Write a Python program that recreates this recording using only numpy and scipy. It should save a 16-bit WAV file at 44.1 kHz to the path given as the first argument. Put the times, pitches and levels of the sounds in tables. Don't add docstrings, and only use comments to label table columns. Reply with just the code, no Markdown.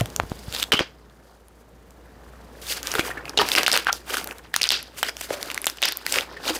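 import sys
import numpy as np
from scipy import signal
from scipy.fft import rfft, irfft, next_fast_len
from scipy.io import wavfile
from scipy.ndimage import uniform_filter1d, minimum_filter1d, map_coordinates

SR = 44100
rng = np.random.default_rng(int(sys.argv[2]) if len(sys.argv) > 2 else 0)


def int16_out(signal):
    q = np.round(np.clip(np.atleast_2d(signal).T, -1, 1) * 32767)
    wavfile.write(sys.argv[1], SR, q.astype(np.int16))


N = 290619

# (time [s], swell [s], hold [s], fade before each layer's stretch [s],
# crackle level [dB], small over large pockets [dB], squelch level [dB], fizz level [dB])
SQUEEZES = [(0.001, .01, .001, 0.019, -21, -14, -31, -34), (0.561, 0.17, 0.074, .008, -34.5, 0, -41.5, -39),
            (0.72, .003, 0.011, 0.12, -24, 0, -24.5, -41.5),
            (0.791, 0.0027, 0.0081, 0.13, -28, -6.5, -36, -62),
            (0.81, 0.027, .001, 0.035, -45.5, -13, -24, -68), (1.272, 0.17, .001, 0.48, -65, 14, -58, -69),
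            (2.617, .008, 0.027, .1, -45, 4, -51, -45.5), (2.697, 0.11, 0.033, 0.08, -32, 0.5, -46.5, -32),
            (2.768, 0.045, 0.0086, 0.077, -34, -4, -43, -40.5),
            (2.863, 0.073, .001, 0.43, -32.5, -7, -39, -37.5),
            (2.997, 0.22, .001, 0.051, -25.5, -9, -33, -33.5),
            (3.026, .05, 0.076, 0.079, -36.5, -13, -36.5, -42.5),
            (3.187, 0.27, .001, 0.27, -44, -29, -38.5, -69),
            (3.254, 0.019, 0.00092, 0.27, -42.5, -13, -59, -49),
            (3.375, 0.005, .001, 0.18, -19.5, -3, -19, -34),
            (3.521, 0.14, 0.039, .1, -26.5, -0.5, -32, -29.5),
            (3.584, 0.054, .001, 0.16, -20.5, -8, -23.5, -31),
            (3.668, 0.0078, .001, 0.05, -16.5, 13, -26, -25),
            (3.743, 0.17, 0.0011, 0.17, -18.5, -7, -28.5, -30.5),
            (3.885, 0.058, 0.011, 0.03, -23, -17, -34.5, -44),
            (3.926, 0.014, 0.00089, 0.13, -37.5, 11, -40, -36),
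            (4.102, 0.075, 0.1, 0.12, -31.5, -7, -36.5, -36.5),
            (4.326, 0.31, .001, 0.019, -43, -23, -37.5, -46),
            (4.394, 0.22, .001, 0.033, -43, -18, -46, -51.5),
            (4.449, .04, 0.00088, 0.086, -45, -8, -49, -65),
            (4.542, .012, .001, 0.15, -27, -6.5, -67, -41.5),
            (4.63, 0.067, 0.057, .03, -30.5, -4, -48, -46),
            (4.719, 0.03, 0.00092, 0.17, -18, 5, -36.5, -37),
            (4.989, 0.038, .001, 0.12, -34, -2, -47, -32.5),
            (5.093, 0.16, .001, 0.028, -25.5, -7, -35, -35.5),
            (5.205, 0.079, 0.05, 0.076, -38.5, -2, -56, -40),
            (5.291, 0.075, 0.11, 0.87, -40.5, -5.5, -40, -46),
            (5.511, 0.041, .001, 0.16, -36.5, -11, -56, -49),
            (5.684, 0.18, 0.00033, 0.17, -41, -13, -80, -42.5),
            (5.832, 0.013, .001, 0.21, -20, 2, -34, -39), (6.08, 0.046, 0.059, .1, -34.5, -4, -58, -35),
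            (6.175, 0.15, .001, 0.13, -22, -8, -29, -31.5),
            (6.474, 0.083, 0.026, 0.08, -28.5, 0, -29, -35.5),
            (6.564, 0.065, .001, 0.062, -32.5, -2, -33.5, -31.5)]


def amp(db):
    return 10 ** (np.asarray(db) / 20)


def unit(x):
    return x / np.sqrt(np.mean(x ** 2) + 1e-20)


def along(points, hz):
    point_hz, value = np.transpose(points)
    return np.interp(np.log(hz + 1), np.log(point_hz + 1), value)


def curves(rows):
    s, *columns = np.transpose(rows)
    t = np.arange(N) / SR
    return [np.interp(t, s, column) for column in columns]


def wobble(rate):
    knots = rng.standard_normal(int(N * rate / SR) + 4)
    return map_coordinates(knots, [np.arange(N) * rate / SR])


def filtered(x, response):
    size = next_fast_len(N + SR // 2)
    spectrum = rfft(x, size) * response(np.fft.rfftfreq(size, 1 / SR))
    return irfft(spectrum, size)[..., :N]


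def place(s, rows):
    at = np.round(np.asarray(s) * SR).astype(int)[:, None] + np.arange(rows.shape[1])
    return np.bincount(at.ravel(), rows.ravel(), N + SR)[:N]


def pops():
    # (time [s], peak level before reflection and bass loss [dB], pocket pitch [Hz],
    # ring t60 [ms], snap level before peak scaling [dB])
    pockets = [(0.0089, -10, 1690, 1.1, -7), (0.058, -18.5, 3430, 2.5, -7), (0.102, -24, 7600, 2.1, -7),
               (0.1627, -7, 6800, 1.4, -13), (0.1994, 0, 1080, 2.7, -30), (0.2979, -27, 4220, 1.4, -9),
               (0.5256, -18, 3870, 3.1, 0), (0.549, -12, 4060, 4.5, -7), (0.564, -13.5, 3590, 3.5, -19),
               (0.5787, -21, 3680, 2.7, -3), (0.585, -18, 3700, 4, -15), (0.599, -13, 3830, 5.7, -20),
               (0.625, -12, 3050, 3.7, -9), (0.6285, -4, 3530, 2.9, -12.5), (0.639, -12, 3680, 5.2, -11),
               (0.7202, 7, 1730, 4, -11.5), (0.7266, 2.5, 3150, 7.9, -15), (0.7927, 2, 1580, 2.7, -25),
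               (0.803, -21, 3210, 13, -9), (1.0984, -42, 3570, 4.5, -15), (1.4838, -32.5, 10030, 2.7, -11),
               (1.9072, -37.5, 3500, 1.9, 8), (2.6982, -23, 4800, 6, -9), (2.7235, -14, 3400, 13, -5),
               (2.8302, -15, 6520, 5.2, 0), (2.8718, -6, 5470, 1.2, -24), (2.9174, -9, 5800, 3.5, -12),
               (2.9396, -7.5, 1550, 4.4, -2), (2.9529, -5.5, 1500, 5.3, -9), (2.9845, -13, 1380, 11, -21),
               (2.9943, -2.5, 1480, 2.4, -28), (3.1046, -19, 1580, 22, -19), (3.255, -21.5, 2580, 10, -12),
               (3.2951, -14.5, 5400, 3.4, -32), (3.375, 3, 4000, 7.5, -25), (3.3793, 0.5, 3880, 18, -29),
               (3.3886, 7, 3220, 14, -38), (3.4157, -9.5, 3330, 11, -5), (3.488, -4, 2710, 1.6, 3),
               (3.5175, 1.5, 3640, 5, -6), (3.552, 17.5, 2520, 3.3, -13), (3.562, -4, 5300, 10, -25.5),
               (3.583, -2, 2450, 4.3, -15), (3.6326, -1, 4760, 1.2, -13), (3.6643, 13.5, 2750, 3.5, -16),
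               (3.6802, 4.5, 1600, 5, -9), (3.7166, 9, 4630, 1.6, -22), (3.7257, 1.5, 4850, 13, -17),
               (3.7306, 4.5, 5300, 1.2, -16), (3.741, -8, 4270, 5, -12), (3.7646, -2.5, 1460, 3.4, -10),
               (3.775, 2, 2940, 1.8, -11.5), (3.847, -21, 3140, 3.3, 6), (3.8692, -3.5, 1490, 8.5, -20),
               (3.9285, -3.5, 5840, 4.6, -6), (4.105, -18, 3140, 13, -12.5), (4.143, -14.5, 1440, 8.5, -6),
               (4.153, -14, 2930, 10, -10), (4.1699, -8.5, 1590, 13, -1), (4.182, -14, 1500, 11, 0),
               (4.213, -25, 2300, 9, -2), (4.2432, -15, 13350, 2.4, -8), (4.2736, -15.5, 3670, 4.1, 10),
               (4.3106, -19, 2630, 7.9, -18), (4.384, -22, 14200, 4.4, 4), (4.541, -8, 1860, 29, 2),
               (4.563, 5, 3920, 7.9, 5), (4.601, -20, 2450, 3.5, -26), (4.6144, 0, 2590, 4.9, -13),
               (4.618, 6.5, 4740, 1.5, -36), (4.6316, -2, 4870, 3.5, -34), (4.64, -2, 3870, 3, -39),
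               (4.672, -16, 6560, 4.8, -21), (4.6902, 9, 4940, 5.2, -27), (4.705, 2.5, 3460, 4, -17),
               (4.7199, -7.5, 4900, 3.3, 0), (4.8286, -15.5, 11420, 2.3, -10), (5.0298, 4.5, 1550, 3, -9),
               (5.0872, -14, 1690, 19, -20), (5.1683, -15, 2900, 1.8, -9.5), (5.211, -9, 7450, 2.8, -11),
               (5.2137, -14.5, 2380, 4.7, 4), (5.3053, -12.5, 1710, 2, -25), (5.4287, -10, 4440, 1.9, -9.5),
               (5.459, -25, 4500, 2.6, 0), (5.502, -12, 2705, 3.2, -20), (5.515, -11.5, 2100, 3, -3),
               (5.5451, -9, 9500, 0.56, -20), (5.5773, -8.5, 2130, 6.7, -9.5),
               (5.6174, -12, 10400, 2.5, -13), (5.6434, -11, 2200, 5, -5), (5.657, -10, 7500, 3.4, -30),
               (5.668, 4, 2740, 3.4, 2), (5.6729, -5.5, 3270, 3.1, -46), (5.6803, -14, 3380, 6.8, -20),
               (5.699, -10, 5300, 6.1, -1), (5.7725, -23.5, 5400, 4.3, -3), (5.7852, -24, 2900, 5.2, -19),
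               (5.8192, -8, 2540, 1.9, 1), (5.8275, 5, 2830, 2.4, -24), (5.8357, -3, 3870, 4.7, -22),
               (5.855, -4.5, 3530, 3.3, 1), (5.8876, -7.5, 9400, 2.4, -10),
               (5.9224, -10.5, 12730, 3.5, -2.5), (5.9716, -5.5, 13300, 1.4, -30),
               (6.0649, -2.5, 1876, 5, 10), (6.1239, 0, 5280, 8.4, 8), (6.1415, -4.5, 3060, 2.1, -17),
               (6.159, -3, 2730, 1.5, -26), (6.1862, 1.5, 2570, 2.9, -32), (6.209, -12.5, 3300, 5.6, -10),
               (6.469, -19, 4250, 8, -8), (6.479, -11, 3920, 10, -7), (6.488, -11.5, 3100, 12, -10),
               (6.4962, -16, 3600, 7.3, -10)]
    # (delay [s], level [dB])
    reflections = [(.0014, -17.5)]
    s, db, hz, ring_ms, snap_db = np.transpose(pockets)[:, :, None]
    t = np.arange(700) / SR
    noise = rng.standard_normal((len(pockets), len(t)))

    bend = 1 + .005 * np.cumsum(noise, 1)
    turn = 2 * np.pi * np.cumsum(hz * bend, 1) / SR
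    fade = amp(-60 * t / (ring_ms / 1000))
    first = fade ** 3
    main_mode = np.sin(turn) * (0.6 * fade + 1.24 * first)
    side_modes = (0.11 * np.sin(0.3 * turn) + 0.75 * np.sin(1.693 * turn)) * first

    snap = np.sqrt(2) * uniform_filter1d(noise, size=2) * amp(snap_db - 60 * t / 0.0045)
    tear = uniform_filter1d(noise, size=5) * amp(-23.5 - 60 * t / 0.0057)
    onset = 1 - np.exp(-t * hz / 0.43)
    burst = (main_mode + side_modes + snap + tear) * onset
    direct = place(s[:, 0], amp(db) * burst / np.abs(burst).max(1, keepdims=True))

    reflected = sum(amp(level) * np.roll(direct, round(delay * SR)) for delay, level in reflections)
    return filtered(direct + reflected, lambda f: (1j * f / (260 + 1j * f)) ** 2)


def kneading():
    # (frequency [Hz], level [dB per Hz])
    crackle_color, squelch_color, fizz_color = [(410, -46), (700, -14), (886, -11), (1580, 2), (1810, -1.5),
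                                                (2690, 3), (4260, 2.5), (4840, 5), (6600, -9),
                                                (9000, -21.5), (11700, -27.5), (19800, -120)], [(90, -41), (190, -11), (300, -0.5),
                                                                 (450, 0), (700, -2.5), (1100, -4.5),
                                                                 (1800, -7), (2600, -28), (4000, -120)], [(3000, -31.5), (6000, 2),
                                                                                  (9500, 0.5),
                                                                                  (13000, -1.5),
                                                                                  (16500, -3.5)]
    # (time [s], crackle level [dB], squelch level [dB], fizz level [dB])
    creep = [(0, -55.5, -61, -55.5), (.5, -55, -65, -57), (.66, -68, -46.5, -56), (.91, -66, -60.5, -71.5),
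             (1.2, -72, -58, -69), (1.89, -75, -67, -69), (2.0, -72, -57, -69), (2.61, -61, -51, -62.5),
             (3.3, -60, -42.5, -63), (4.0, -63, -54, -69), (4.5, -72, -56.5, -64), (5.0, -67, -53, -67),
             (5.7, -51, -52, -58), (6.3, -52, -44.5, -64)]
    clumps_db = 2.8
    split_hz = 2660
    large_lasts, small_lasts, squelch_lasts, fizz_lasts = 0.84, 0.71, 0.84, 0.75

    crackle_db, small_db, squelch_db, fizz_db = np.transpose(SQUEEZES)[4:]
    creep_crackle_db, creep_squelch_db, creep_fizz_db = curves(creep)
    large_db = crackle_db - 10 * np.log10((1 + amp(small_db) ** 2) / 2)

    crackle = grains(crackle_color, count=14000, size=300, cycles=2.5, spread_db=2.9, noise_share=.35)
    large = filtered(crackle, lambda hz: 1 / (1 + (hz / split_hz) ** 6))
    small = crackle - large
    skin = effort(large_db, large_lasts, creep_crackle_db) * large
    skin = skin + effort(large_db + small_db, small_lasts, creep_crackle_db) * small

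    squelch = grains(squelch_color, count=4500, size=800, cycles=1.5, spread_db=2.4, noise_share=.5)
    squelch = effort(squelch_db, squelch_lasts, creep_squelch_db) * squelch
    fizz = grains(fizz_color, count=9000, size=60, cycles=.8, spread_db=2.6, noise_share=.6)
    fizz = effort(fizz_db, fizz_lasts, creep_fizz_db) * fizz

    clumps = amp(clumps_db * wobble(70))
    return clumps * (skin + fizz) + np.sqrt(clumps) * squelch


def grains(spectrum, count, size, cycles, spread_db, noise_share):
    when, pitch, rarity = rng.random((count, 3)).T[:, :, None]
    low_hz, high_hz = spectrum[0][0], spectrum[-1][0]
    hz = low_hz * (high_hz / low_hz) ** pitch
    t = np.arange(size) / SR
    rings = np.sqrt(hz) * np.sin(2 * np.pi * hz * t) * np.exp(-t * hz / cycles)
    onset = 1 - np.exp(-4 * t * hz / cycles)
    strength = amp(-spread_db * np.log(1 - .99 * rarity))
    ticks = place(when[:, 0] * N / SR, rings * onset * strength)
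    ticks = filtered(ticks, lambda f: np.sqrt(f))
    noise = rng.standard_normal(N)
    mix = np.sqrt(1 - noise_share) * unit(ticks) + np.sqrt(noise_share) * noise
    return unit(filtered(mix, lambda f: amp(along(spectrum, f))))


def effort(peak_db, lasts, rest_db):
    span_db = 30
    t = np.arange(0, N / SR + .002, .001)
    s, swell, hold, fade = np.transpose(SQUEEZES)[:4, :, None]
    before = np.maximum(s - t, 0) / swell
    after = np.maximum(t - s - hold, 0) / (fade * lasts)
    power = np.sum(amp(peak_db[:, None] - span_db * (before + after)) ** 2, axis=0)
    return np.sqrt(np.interp(np.arange(N) / SR, t, power) + amp(rest_db) ** 2)


def gulps():
    # (time [s], peak level [dB], pitch before the glide [Hz], t60 [s])
    hollows = [(0.012, -16, 665, 0.018), (0.7197, -1, 3110, 0.01), (0.733, -16, 2990, 0.11),
               (0.767, -19, 3060, 0.13), (0.7915, -7.5, 3120, 0.0088), (2.951, -22.5, 455, 0.061),
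               (2.994, -14.5, 3440, 0.0091), (3.008, -20, 2450, 0.024), (3.092, -31, 714, .03),
               (3.112, -23, 1903, 0.025), (3.172, -25, 1760, 0.043), (3.179, -33, 2190, 0.026),
               (3.19, -32, 1515, 0.045), (3.279, -30, 2450, .025), (3.375, -8.5, 2840, 0.03),
               (3.389, -14, 952, 0.042), (3.394, -16.5, 1283, 0.14), (3.416, -18, 922, 0.058),
               (3.441, -27, 936, 0.05), (5.033, -12.5, 2950, 0.01), (5.3068, -13.5, 602, 0.015),
               (5.322, -27.5, 592, 1.2), (6.075, -27, 2020, 0.014), (6.367, -30, 1805, 0.045),
               (6.504, -23, 480, .04), (6.562, -30, 1970, 0.034)]
    start_s, glide = 0.00082, -0.025
    gurgle_db = 4
    rough = .09
    s, db, hz, t60 = np.transpose(hollows)[:, :, None]
    t = np.arange(11000) / SR
    settling = np.tanh(100 * t)
    turn = 2 * np.pi * np.cumsum(hz * (1 + glide * settling), 1) / SR
    turn = turn + rough * np.sqrt(hz / 1000) * np.cumsum(rng.standard_normal(turn.shape), 1)
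    tone = np.sin(turn) * amp(-60 * t / t60) * (1 - np.exp(-t / start_s)) ** 2
    gurgle = unit(uniform_filter1d(rng.standard_normal(turn.shape), size=130))
    closing = np.cos(np.pi / 2 * t / t[-1])
    tone = tone * amp(gurgle_db * gurgle * settling) * closing
    return place(s[:, 0], amp(db) * tone / np.abs(tone).max(1, keepdims=True))


def squeak():
    # (time [s], pitch [Hz], fundamental level [dB])
    slit = [(3.88, 1707, -43), (3.886, 1356, -13), (3.89, 868, -23.5), (3.895, 690, -22), (3.9, 1170, -22),
            (3.904, 1400, -17), (3.908, 1390, -18), (3.913, 1403, -50)]
    hz, db = curves(slit)
    turn = 2 * np.pi * np.cumsum(hz) / SR
    slack = np.clip((1250 - hz) / 450, 0, 1)
    overtones = 1.4 * np.sin(2 * turn) + 0.5 * np.sin(3 * turn) + 0.43 * np.sin(4 * turn)
    sounding = db > db[0]
    return (np.sin(turn) + slack * overtones) * amp(db) * sounding


def thuds():
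    # (time [s], level [dB], pitch after the sag [Hz], push t60 [s], slap over push [dB])
    impacts = [(0.011, -11.5, 112, 0.1, -30), (0.198, -26, 82.5, 0.13, -11), (0.236, -7, 83, 0.0054, -13.5),
               (0.318, -3, 105, 0.0057, -8.5), (0.482, -20.5, 87.6, 0.036, -3),
               (0.7422, -11.5, 248, 0.023, 2), (0.797, -20, 350, 0.029, -8), (0.8084, -9.5, 289, 0.017, 2),
               (2.994, -15.5, 320, 0.042, 13), (3.389, -15, 412, 0.12, 12), (3.581, -13.5, 480, 0.027, -17),
               (6.169, -24, 517, 0.062, 6), (6.504, -22, 313, 0.15, -18)]
    s, db, hz, t60, slap_db = np.transpose(impacts)[:, :, None]
    t = np.arange(4000) / SR
    sagging_hz = hz + 70 * np.exp(-t / 0.0033)
    onset = 1 - np.exp(-t / 0.00039)
    push = -np.sin(2 * np.pi * np.cumsum(sagging_hz, 1) / SR) * amp(-60 * t / t60) * onset
    slap = -np.sin(2 * np.pi * 700 * t) * amp(slap_db - 60 * t / 0.0038)
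    return place(s[:, 0], amp(db) * (push + slap))


def room(x):
    # (frequency [Hz], t60 [s])
    decay = [(200, 0.19), (1000, 0.19), (4000, 0.23), (12000, 0.18)]
    stretch, delay = SR // 4, 130
    out = np.zeros(N + SR)
    for at in range(0, N, stretch):
        hz, t, z = signal.stft(rng.standard_normal(SR // 2), SR, nperseg=256)
        fading = z * amp(-60 * t / along(decay, hz)[:, None])
        tail = signal.istft(fading, SR, nperseg=256)[1]
        wet = signal.fftconvolve(x[at:at + stretch], tail / np.linalg.norm(tail))
        out[at + delay:][:len(wet)] += wet
    return out[:N]


def fan():
    # (time [s], hum level before wavering [dB])
    background_gain = [(0.0, -42.5), (1.3, -57.5), (2.55, -48.5), (3.41, -50.5), (6.04, -58), (6.29, -52),
                       (6.59, -52)]
    # (frequency [Hz], level [dB])
    air_color = [(15, -49.5), (25, -26), (65, -6.5), (103, -8.5), (150, -7), (389, -12), (445, -8.5),
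                 (538, -12.5), (1470, -22), (2670, -30), (2980, -29.5), (11300, -45.5), (15200, -40),
                 (16500, -63)]
    hum_hz = 58.2 + 0.74 * wobble(9.5)
    hum = np.sqrt(2) * np.sin(2 * np.pi * np.cumsum(hum_hz) / SR) * amp(1.2 * wobble(9.1))
    air = unit(filtered(rng.standard_normal(N), lambda hz: amp(along(air_color, hz))))
    air = amp(1.5 + wobble(2.9)) * air
    gain_db, = curves(background_gain)
    return amp(gain_db) * (hum + air)


def scene():
    bursts = pops()
    rubbing = kneading() + squeak() + gulps()
    wet = room(amp(-20.0) * bursts + amp(-14.0) * rubbing)
    return (bursts + rubbing + thuds() + wet + fan())[None]


def record(dry):
    # (frequency [Hz], gain [dB])
    mic = [(20, -14), (45, 0), (15300, 0), (15900, -14), (17000, -18)]
    ceiling, top_hz = .86, 17000
    need = np.minimum(1, ceiling / (np.abs(dry) + 1e-9))
    held = minimum_filter1d(need, size=601, origin=-120)
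    gain = uniform_filter1d(held, size=331)
    return filtered(dry * gain, lambda hz: amp(along(mic, hz)) * (hz < top_hz))


dry = scene()
out = record(dry)
int16_out(out)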